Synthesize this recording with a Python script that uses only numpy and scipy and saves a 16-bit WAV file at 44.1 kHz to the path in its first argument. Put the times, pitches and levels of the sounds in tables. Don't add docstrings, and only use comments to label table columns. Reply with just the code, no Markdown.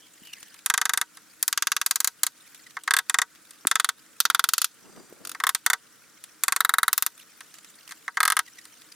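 import sys
import numpy as np
from scipy import signal
from scipy.fft import rfft, irfft, next_fast_len
from scipy.io import wavfile
from scipy.ndimage import uniform_filter1d

SR = 44100
rng = np.random.default_rng(int(sys.argv[2]) if len(sys.argv) > 2 else 0)


def inscribe(sig):
    pcm = np.round(np.clip(np.atleast_2d(sig).T, -1, 1) * 32767)
    wavfile.write(sys.argv[1], SR, pcm.astype(np.int16))


N = 394694
TIME_S = np.arange(N) / SR
BURST = 4096
AGE_S = np.arange(BURST) / SR
BURST_HZ = np.arange(BURST // 2 + 1) * SR / BURST
LEFT_RIGHT = np.array([[1], [-1]])


def from_db(db):
    return 10 ** (np.asarray(db) / 20)


def unit_rms(x):
    return x / np.sqrt(np.mean(x ** 2) + 1e-20)


def unit_burst(x):
    return x / np.sqrt(np.mean(x.mean(0)[AGE_S < .02] ** 2) + 1e-20)


def curve(rows):
    return np.interp(TIME_S, *np.transpose(rows))


def at_hz(points, hz):
    knots_hz, value = np.transpose(points)
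    return np.interp(np.log(hz + 1), np.log(knots_hz), value)


def add(out, start_s, sound):
    i = max(round(start_s * SR), 0)
    out[:, i:i + sound.shape[-1]] += sound[..., :N - i]


def noise(spectrum, width, size, boost_db=0):
    n = next_fast_len(size)
    hz = np.arange(n // 2 + 1) * SR / n
    mid, side = rfft(rng.standard_normal((2, n))) * from_db(at_hz(spectrum, hz) + boost_db)
    side = side * from_db(at_hz(width, hz))
    return unit_rms(irfft([mid + side, mid - side], n)[:, :size])


def drift(rate_hz, count=2048):
    return np.interp(TIME_S * rate_hz, np.arange(count), rng.standard_normal(count))


def narrow_noise(hz, width_hz):
    phase = 2 * np.pi * np.cumsum(hz + np.zeros(N)) / SR
    return unit_rms(drift(width_hz, 8192) * np.cos(phase) + drift(width_hz, 8192) * np.sin(phase))


def decay(t60_s):
    return from_db(-60 * AGE_S / t60_s)


def swell(peak_s, order):
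    return (AGE_S / peak_s * np.exp(1 - AGE_S / peak_s)) ** order


def hump(middle_s, half_s):
    return np.exp(-((TIME_S - middle_s) / half_s) ** 2)


# centre in Hz, rms level in dB.
HUM_BANDS = [(315, -74.5), (455, -80.5)]

def hum(width_hz=25):
    return sum(from_db(db) * narrow_noise(hz, width_hz) for hz, db in HUM_BANDS)


# middle in seconds, half length in seconds, level per overtone in dB.
WHINES = [(4.99, 0.17, -66), (7.627, 0.26, -74)]

def whine(pitch_hz=1190, width_hz=70, sag_hz_per_s=50):
    out = np.zeros(N)
    for middle_s, half_s, db in WHINES:
        hz = pitch_hz - sag_hz_per_s * (TIME_S - middle_s)
        overtones = sum(narrow_noise(k * hz, width_hz) for k in range(4, 8))
        out += from_db(db) * hump(middle_s, half_s) * overtones
    return out


# frequency in Hz, relative density in dB.
AIR_SPECTRUM = [(30, -31), (150, -6), (310, -2.5), (380, -10), (470, -7), (800, -12.5), (1800, -5.5),
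                (2700, -13), (8500, -11), (15000, -21)]
# frequency in Hz, side against mid in dB.
YARD_WIDTH = [(150, 1), (1300, -10.5), (4400, -6), (12000, 3.5)]

def air(level_db=-57):
    return from_db(level_db) * noise(AIR_SPECTRUM, YARD_WIDTH, N)


# middle in seconds, half length in seconds, strength in dB.
HISS_SWELLS = [(0.388, 0.21, -54.5), (2.51, 0.094, -54.5), (7.204, 0.017, -45.5), (7.698, 0.9, -59),
               (8.706, 0.63, -62)]

def hiss_gain(rest_db=-56):
    return from_db(rest_db) + sum(from_db(db) * hump(s, half_s) for s, half_s, db in HISS_SWELLS)


# frequency in Hz, relative density in dB.
HISS_SPECTRUM = [(700, -13), (1750, 3), (2500, 2), (3300, 2), (4500, 0.5), (5800, 1), (10000, -3.5),
                 (15000, -8.5), (16000, -42)]

def patchy_hiss(offset_db=-5.0, flutter_db=4.0, patchy_db=3.5):
    hiss = noise(HISS_SPECTRUM, YARD_WIDTH, N)
    edges_hz = np.geomspace(700, 16000, 15)
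    patches = np.zeros((2, N))
    for band_hz in zip(edges_hz, edges_hz[1:]):
        bandpass = signal.butter(2, band_hz, "band", fs=SR, output="sos")
        patches += signal.sosfilt(bandpass, hiss) * from_db(patchy_db * drift(90))
    return hiss_gain() * from_db(offset_db + flutter_db * drift(190)) * unit_rms(patches)


def ticks(above_db=2.5, spread_db=8.5, count=32):
    out, gain = np.zeros((2, N)), hiss_gain()
    for when, softness in rng.random((count, 2)):
        tick = unit_burst(noise(HISS_SPECTRUM, YARD_WIDTH, BURST) * decay(.03))
        add(out, when * N / SR, gain[int(when * N)] * from_db(above_db - spread_db * softness) * tick)
    return out


# time in seconds, level in dB.
SHUFFLE = [(4.7, -99), (4.85, -53.5), (4.98, -49.5), (5.07, -63), (5.25, -53.5), (5.5, -81.5)]
# frequency in Hz, relative density in dB.
DIRT_SPECTRUM = [(60, -26), (200, -3), (380, -3), (700, -11.5), (1400, -16), (4000, -45)]

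def feet(scuff_db=4.5):
    return from_db(curve(SHUFFLE) + scuff_db * drift(90)) * noise(DIRT_SPECTRUM, YARD_WIDTH, N)


# time in seconds, centre in Hz, level in dB.
RUB_PATH = [(0.0, 3200, -70), (0.04, 3250, -57.5), (0.141, 3130, -84), (0.28, 2970, -51.5),
            (0.40, 1950, -62), (0.66, 1380, -67)]

def rub(width_hz=550):
    times_s, hz, db = np.transpose(RUB_PATH)
    gain = from_db(np.interp(TIME_S, times_s, db))
    return gain * narrow_noise(np.interp(TIME_S, times_s, hz), width_hz)


# middle in seconds, half length in seconds, pitch in Hz, fundamental's peak in dB.
SQUEAKS = [(0.336, 0.0042, 2860, -32.5), (2.67, 0.0057, 1960, -44), (8.483, 0.0064, 1950, -43.5),
           (8.589, 0.0066, 1950, -41), (8.923, 0.0042, 4880, -41.5)]

def squeaks(overtone_db=-9, grit_db=-4, fall=0.046):
    out = np.zeros((2, N))
    for middle_s, half_s, hz, peak_db in SQUEAKS:
        progress = AGE_S / half_s - 2
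        phase = 2 * np.pi * np.cumsum(hz * (1 - fall * progress)) / SR
        tone = np.sin(phase) + from_db(overtone_db) * np.sin(2 * phase)
        grit = from_db(grit_db) * noise(HISS_SPECTRUM, YARD_WIDTH, BURST)
        add(out, middle_s - 2 * half_s, from_db(peak_db) * np.exp(-progress ** 2) * (tone + grit))
    return out


# start in seconds, pitch in Hz, envelope peak in dB, rise in seconds.
BUMPS = [(0.218, 214, -45.5, 0.0029), (3.6513, 1190, -14.5, 0.00037), (3.6518, 298, -27, 0.0026),
         (5.125, 420, -34.5, 0.0016)]

def bumps(apart_hz=130):
    out = np.zeros((2, N))
    for start_s, hz, peak_db, rise_s in BUMPS:
        tone = np.sin(2 * np.pi * hz * AGE_S + apart_hz / hz * LEFT_RIGHT)
        add(out, start_s, from_db(peak_db) * swell(rise_s, order=2) * tone)
    return out


# frequency in Hz, relative level in dB, t60 in seconds.
PLANK_MODES = [(449, -25, 0.085), (755, -9.5, 0.047), (847, -4, 0.028), (946, -11, 0.076), (1077, 5, 0.031),
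               (1176, 2.5, 0.035), (1307, 1, 0.048), (1494, -8, 0.075), (1596, 3, 0.043), (1620, 0, 0.025),
               (1807, 9.5, 0.025), (1950, -1, 0.046), (2101, 6.5, 0.025)]

def plank_bite(phases, swing_hz, return_s, return_share, swing_s=0.001512, rise_s=0.0027, lag_s=0.0024):
    hz, level_db, t60_s = np.transpose(PLANK_MODES)[:, :, None]
    arrival_s = np.maximum(rise_s + lag_s * (swing_hz / hz - 1), 1 / SR)
    envelope = from_db(level_db) * decay(t60_s) * (1 - np.exp(-(AGE_S / arrival_s) ** 2))
    angle = 2 * np.pi * hz * (AGE_S - swing_s) + phases
    mid = (envelope * np.cos(angle)).sum(0)
    side = (envelope * np.sin(angle) * (hz / swing_hz) ** 2).sum(0)
    ring = unit_burst(mid + from_db(-19) * side * LEFT_RIGHT)
    ring_db = -3 + 18 * (return_share - .5)
    swing = swell(swing_s, order=3) * np.cos(2 * np.pi * swing_hz * (AGE_S - swing_s))
    kept = min(return_share, .8)
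    swings = sum(kept ** k * np.interp(AGE_S - k * return_s, AGE_S, swing) for k in range(8))
    return unit_burst(unit_burst(np.tile(swings, (2, 1))) + from_db(ring_db) * ring)


TOOL_HZ = [4630, 6100, 6900, 7750, 8110, 9300, 10320, 11300, 12700]

def tool_lift_db(blade_hz, blade_db, blade_width_hz=230, lesser_db=5.5, lesser_width_hz=70):
    blade = .5 * blade_db / (1 + ((BURST_HZ - blade_hz) / blade_width_hz) ** 2)
    return blade + sum(lesser_db / (1 + ((BURST_HZ - hz) / lesser_width_hz) ** 2) for hz in TOOL_HZ)


def blade_song(blade_hz):
    tone = np.sin(2 * np.pi * blade_hz * rng.normal(1, 0.004) * AGE_S)
    return unit_burst(np.tile(tone * decay(0.012) * (1 - decay(0.013)), (2, 1)))


def stroke_envelope(tail_db, crack_s, t60_s, shed_db, shed_t60_s=0.17):
    rise = 1 - np.exp(-(AGE_S / crack_s) ** 2)
    tails = from_db(tail_db) * decay(t60_s) + from_db(shed_db) * decay(shed_t60_s)
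    return swell(crack_s, order=2) + rise * tails


# frequency in Hz, side against mid in dB.
STROKE_WIDTH = [(60, -17), (400, -11.5), (1300, -28), (4000, -10.5), (8000, -6.5), (14000, -0.5)]

def stroke_noise(spectrum, boost_db=0):
    return noise(spectrum, STROKE_WIDTH, BURST, boost_db)


def shed_echo():
    wash = stroke_noise([(600, -16.5), (1150, 2.5), (1800, -1), (3500, -32.0)])
    return unit_burst(wash * decay(0.072) * (1 - decay(0.011)))


def low_thud():
    thud = stroke_noise([(150, -7.5), (450, 6), (750, 4.5), (1000, -9.5)])
    return unit_burst(thud * stroke_envelope(0, crack_s=0.0021, t60_s=0.041, shed_db=-21))


# frequency in Hz, relative density in dB.
FIBRE_SPECTRUM = [(1900, -24.5), (2450, -3), (2900, -6.5), (3400, -1.5), (4200, -3), (6900, -5),
                  (7600, -83)]
EDGE_SPECTRUM = [(6300, -36), (7000, -4.5), (9400, 0.5), (12000, -1.5), (15200, -1.5), (15700, -33)]

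def strokes(levels_db, swing_hz, return_s, return_share, blade_hz, blade_db, tilt_db, dip_hz,
            memory=0.85, wander_rad=0.12, dip_db=2.0, wobble=0.012):
    lift_db = tool_lift_db(blade_hz, blade_db)
    angled_db = lift_db + tilt_db * np.log2(np.maximum(BURST_HZ / 10000, .5))
    phases = 2.35 * rng.standard_normal((len(PLANK_MODES), 1))
    fibres, edge = stroke_noise(FIBRE_SPECTRUM, lift_db), stroke_noise(EDGE_SPECTRUM, angled_db)
    fresh = np.sqrt(1 - memory ** 2)
    for wood_db, rasp_db, edge_db in levels_db:
        phases = phases + wander_rad * rng.standard_normal(phases.shape)
        fibres = memory * fibres + fresh * stroke_noise(FIBRE_SPECTRUM, lift_db)
        edge = memory * edge + fresh * stroke_noise(EDGE_SPECTRUM, angled_db)
        dips = from_db(-dip_db * np.cos(2 * np.pi * BURST_HZ / (dip_hz * rng.normal(1, 0.043))))
        tear, hiss = irfft(rfft(np.array([fibres, edge])) * dips)
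        tail_db = 0.61 * np.clip(wood_db - edge_db, -5, 10)
        tear *= stroke_envelope(tail_db + 16.5, crack_s=0.0011, t60_s=0.03, shed_db=-18)
        hiss *= stroke_envelope(tail_db + 18, crack_s=0.00019, t60_s=0.021, shed_db=-21)
        shift = rng.normal(1, wobble)
        bite = plank_bite(phases, swing_hz * shift, return_s / shift, return_share)
        wood = from_db(wood_db) * (bite + from_db(-21) * shed_echo())
        thud = from_db((wood_db + rasp_db) / 2 - 26) * low_thud()
        rasp = unit_burst(unit_burst(tear) + from_db(blade_db - 22) * blade_song(blade_hz))
        yield wood + thud + from_db(rasp_db) * rasp + from_db(edge_db) * unit_burst(hiss)


# start in seconds, rasp level in dB, brightness in dB.
TOUCHES = [(0.542, -55, 1), (1.1706, -51, -0.5), (2.768, -40, -10), (2.836, -50, 7), (2.876, -28.5, -7),
           (3.508, -53, 5), (5.348, -48, -7), (5.4007, -33, -5.5), (5.5481, -22, 2.5), (6.2392, -48.5, 4.5),
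           (7.406, -48, -2), (7.909, -48.5, -1.5), (7.92, -46, -2), (8.0788, -39, -10.5),
           (8.1707, -29.5, -8.5), (8.653, -52.5, 1.5)]
BRIGHTNESS_SHARE = [-1.48, 0, 0.84]
TOUCH_GRIP = (1366, 2.1, 3.45, 3602, 0, -10.5, 6000)

def touches():
    out = np.zeros((2, N))
    for start_s, rasp_db, bright_db in TOUCHES:
        levels_db = rasp_db + bright_db * np.array(BRIGHTNESS_SHARE)
        add(out, start_s, next(strokes([levels_db], *TOUCH_GRIP)))
    return out


# start in seconds, wood level in dB, edge hiss level in dB.
STROKES = [(0.6605, -27.5, -18.5), (0.6995, -17, -19.0), (0.7387, -19.0, -21.5), (0.7766, -20, -21.0),
           (0.8142, -19, -22.0), (0.854, -21, -21.5), (0.8935, -20, -23.5), (0.9349, -21.5, -21),
           (0.9742, -22.5, -20), (1.0132, -21.5, -21.5), (1.4268, -32.0, -17), (1.479, -29.0, -18),
           (1.5266, -25.5, -23.5), (1.575, -22.5, -23), (1.623, -22.5, -23.0), (1.6701, -21.5, -23.5),
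           (1.7178, -21.0, -23.5), (1.765, -23, -24.5), (1.814, -23.5, -25.5), (1.862, -28, -19),
           (1.9097, -24.5, -18), (1.9576, -28.5, -19.5), (2.003, -28.5, -19.5), (2.0444, -27.5, -18.5),
           (2.0739, -28.5, -19.5), (2.233, -26, -15), (2.2659, -30.5, -21.5), (2.9077, -14, -22.5),
           (2.937, -14.5, -19.5), (2.9657, -17.5, -19.5), (2.9873, -18.5, -22), (3.0965, -22.5, -18.5),
           (3.1427, -16, -21.5), (3.1861, -15.5, -19.5), (3.217, -18.5, -22), (3.6699, -26.5, -15),
           (3.7127, -16, -21), (3.755, -17, -21.5), (3.798, -17, -20), (3.8447, -18.5, -20),
           (3.8895, -19.5, -22.0), (4.2022, -23.5, -16), (4.2523, -16.5, -23.5), (4.3002, -15.5, -23.5),
           (4.347, -14.5, -21), (4.3936, -15.0, -22.5), (4.4401, -16.5, -18.5), (4.4882, -24.5, -20.5),
           (4.535, -21.5, -18.0), (4.58, -25, -20), (4.6166, -26, -19.5), (4.6434, -25.5, -19.5),
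           (5.2503, -44.5, -42.5), (5.272, -50.5, -40), (5.294, -48.0, -39.5), (5.3158, -45.5, -42.5),
           (5.4372, -15.5, -27.5), (5.468, -17.5, -22.0), (5.4915, -20, -20), (5.6625, -16, -17),
           (5.7002, -16.5, -20.5), (5.7321, -17, -21.5), (6.4356, -25.5, -17), (6.481, -18, -19.5),
           (6.5223, -19.5, -20.0), (6.5622, -22, -21), (6.6051, -14.5, -19.0), (6.6482, -15.0, -20),
           (6.6928, -15.0, -20.5), (6.738, -14.5, -21.0), (6.7838, -13.5, -19.5), (6.8306, -14, -20),
           (6.8799, -15, -19.5), (6.9297, -24, -16.5), (6.9782, -25.5, -17.5), (7.0234, -26.0, -18),
           (7.0635, -27.0, -19), (8.2036, -13, -23), (8.23, -15.0, -21), (8.2528, -17.0, -20.5),
           (8.2776, -16.5, -21), (8.301, -18, -20.5), (8.321, -18.5, -21.5), (8.3674, -16.0, -21.0),
           (8.3909, -17, -20.5)]
# start in seconds,
# rasp against the mean of wood and edge in dB, plank swing in Hz, return time in seconds,
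# share returning (capped at 0.8 for the repeats), blade pitch in Hz, blade strength in dB,
# hiss tilt in dB per octave, spacing of the dips in Hz.
GRIPS = [(0.65, -1.8, 1400, 0.00182, 0.78, 3630, 13.5, -13, 4100.0),
         (1.42, 1, 1570, 0.0016, 0.92, 3440, -11, 2, 13000),
         (1.52, 2.2, 1475, 0.0017, 0.45, 3450, 0, -7, 4330),
         (1.85, 1.2, 1475, 0.00168, 0.63, 3430, -6, 1, 12900),
         (2.9, -2.2, 1500, 0.0018, 0.81, 3550, 13.5, -10, 6100.0),
         (3.09, -2, 1530, 0.0016, 0.8, 3650, 11.5, -17.5, 4200),
         (3.66, -0.5, 1480.0, 0.00226, 0.76, 3540, 14.5, -15, 4100.0),
         (3.79, -1.7, 1360, 0.0033, 0.32, 3590, 13, -9, 6000),
         (4.19, 2.5, 1390, 0.00426, 0.26, 3620, 14, 2.5, 12000),
         (4.29, -0.8, 1365, 0.00432, 0.14, 3580, 13.5, -4, 6650),
         (4.48, 1, 1376, 0.0015, 0.15, 3660, 10, 2, 13200),
         (5.43, -2.6, 1350, 0.00188, 0.6, 3620, 11.5, -6.0, 8900.0),
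         (5.65, -3.5, 1380, 0.0019, 0.64, 3564, 15.5, -13, 9700.0),
         (6.42, -3, 1333, 0.00188, 0.65, 3620, 5, -12, 4900.0),
         (6.6, -4, 1395, 0.0017, 0.41, 3800, 15.5, 0, 6300.0),
         (6.92, -2.3, 1360, 0.0019, 0.56, 3730, 13.5, 8, 12400),
         (8.19, -4.5, 1480, 0.0016, 0.66, 3610.0, 4, -2, 6340)]

def scraping():
    out, rows = np.zeros((2, N)), np.array(STROKES)
    grip_index = np.searchsorted(np.array(GRIPS)[:, 0], rows[:, 0]) - 1
    for k, (_, rasp_offset_db, *grip) in enumerate(GRIPS):
        starts_s, wood_db, edge_db = rows[grip_index == k].T
        rasp_db = (wood_db + edge_db) / 2 + rasp_offset_db
        for start_s, sound in zip(starts_s, strokes(zip(wood_db, rasp_db, edge_db), *grip)):
            add(out, start_s, sound)
    return out


def scene():
    work = scraping() + touches() + bumps() + squeaks() + rub() + ticks()
    return work + air() + patchy_hiss() + feet() + hum() + whine()


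def gain_control(x, threshold_db=-30, depth_db=6, recovery_db_per_s=61):
    power = np.abs(uniform_filter1d(x.mean(0) ** 2, size=300))
    excess_db = np.clip(10 * np.log10(power + 1e-12) - threshold_db, 0, depth_db)
    recovery_db = recovery_db_per_s * TIME_S
    cut_db = np.maximum.accumulate(excess_db + recovery_db) - recovery_db
    return x * from_db(-uniform_filter1d(cut_db, size=100))


def record(dry):
    lowpass = signal.ellip(10, .2, 70, 16600, fs=SR, output="sos")
    return signal.sosfilt(lowpass, np.tanh(gain_control(dry)))


dry = scene()
out = record(dry)
inscribe(out)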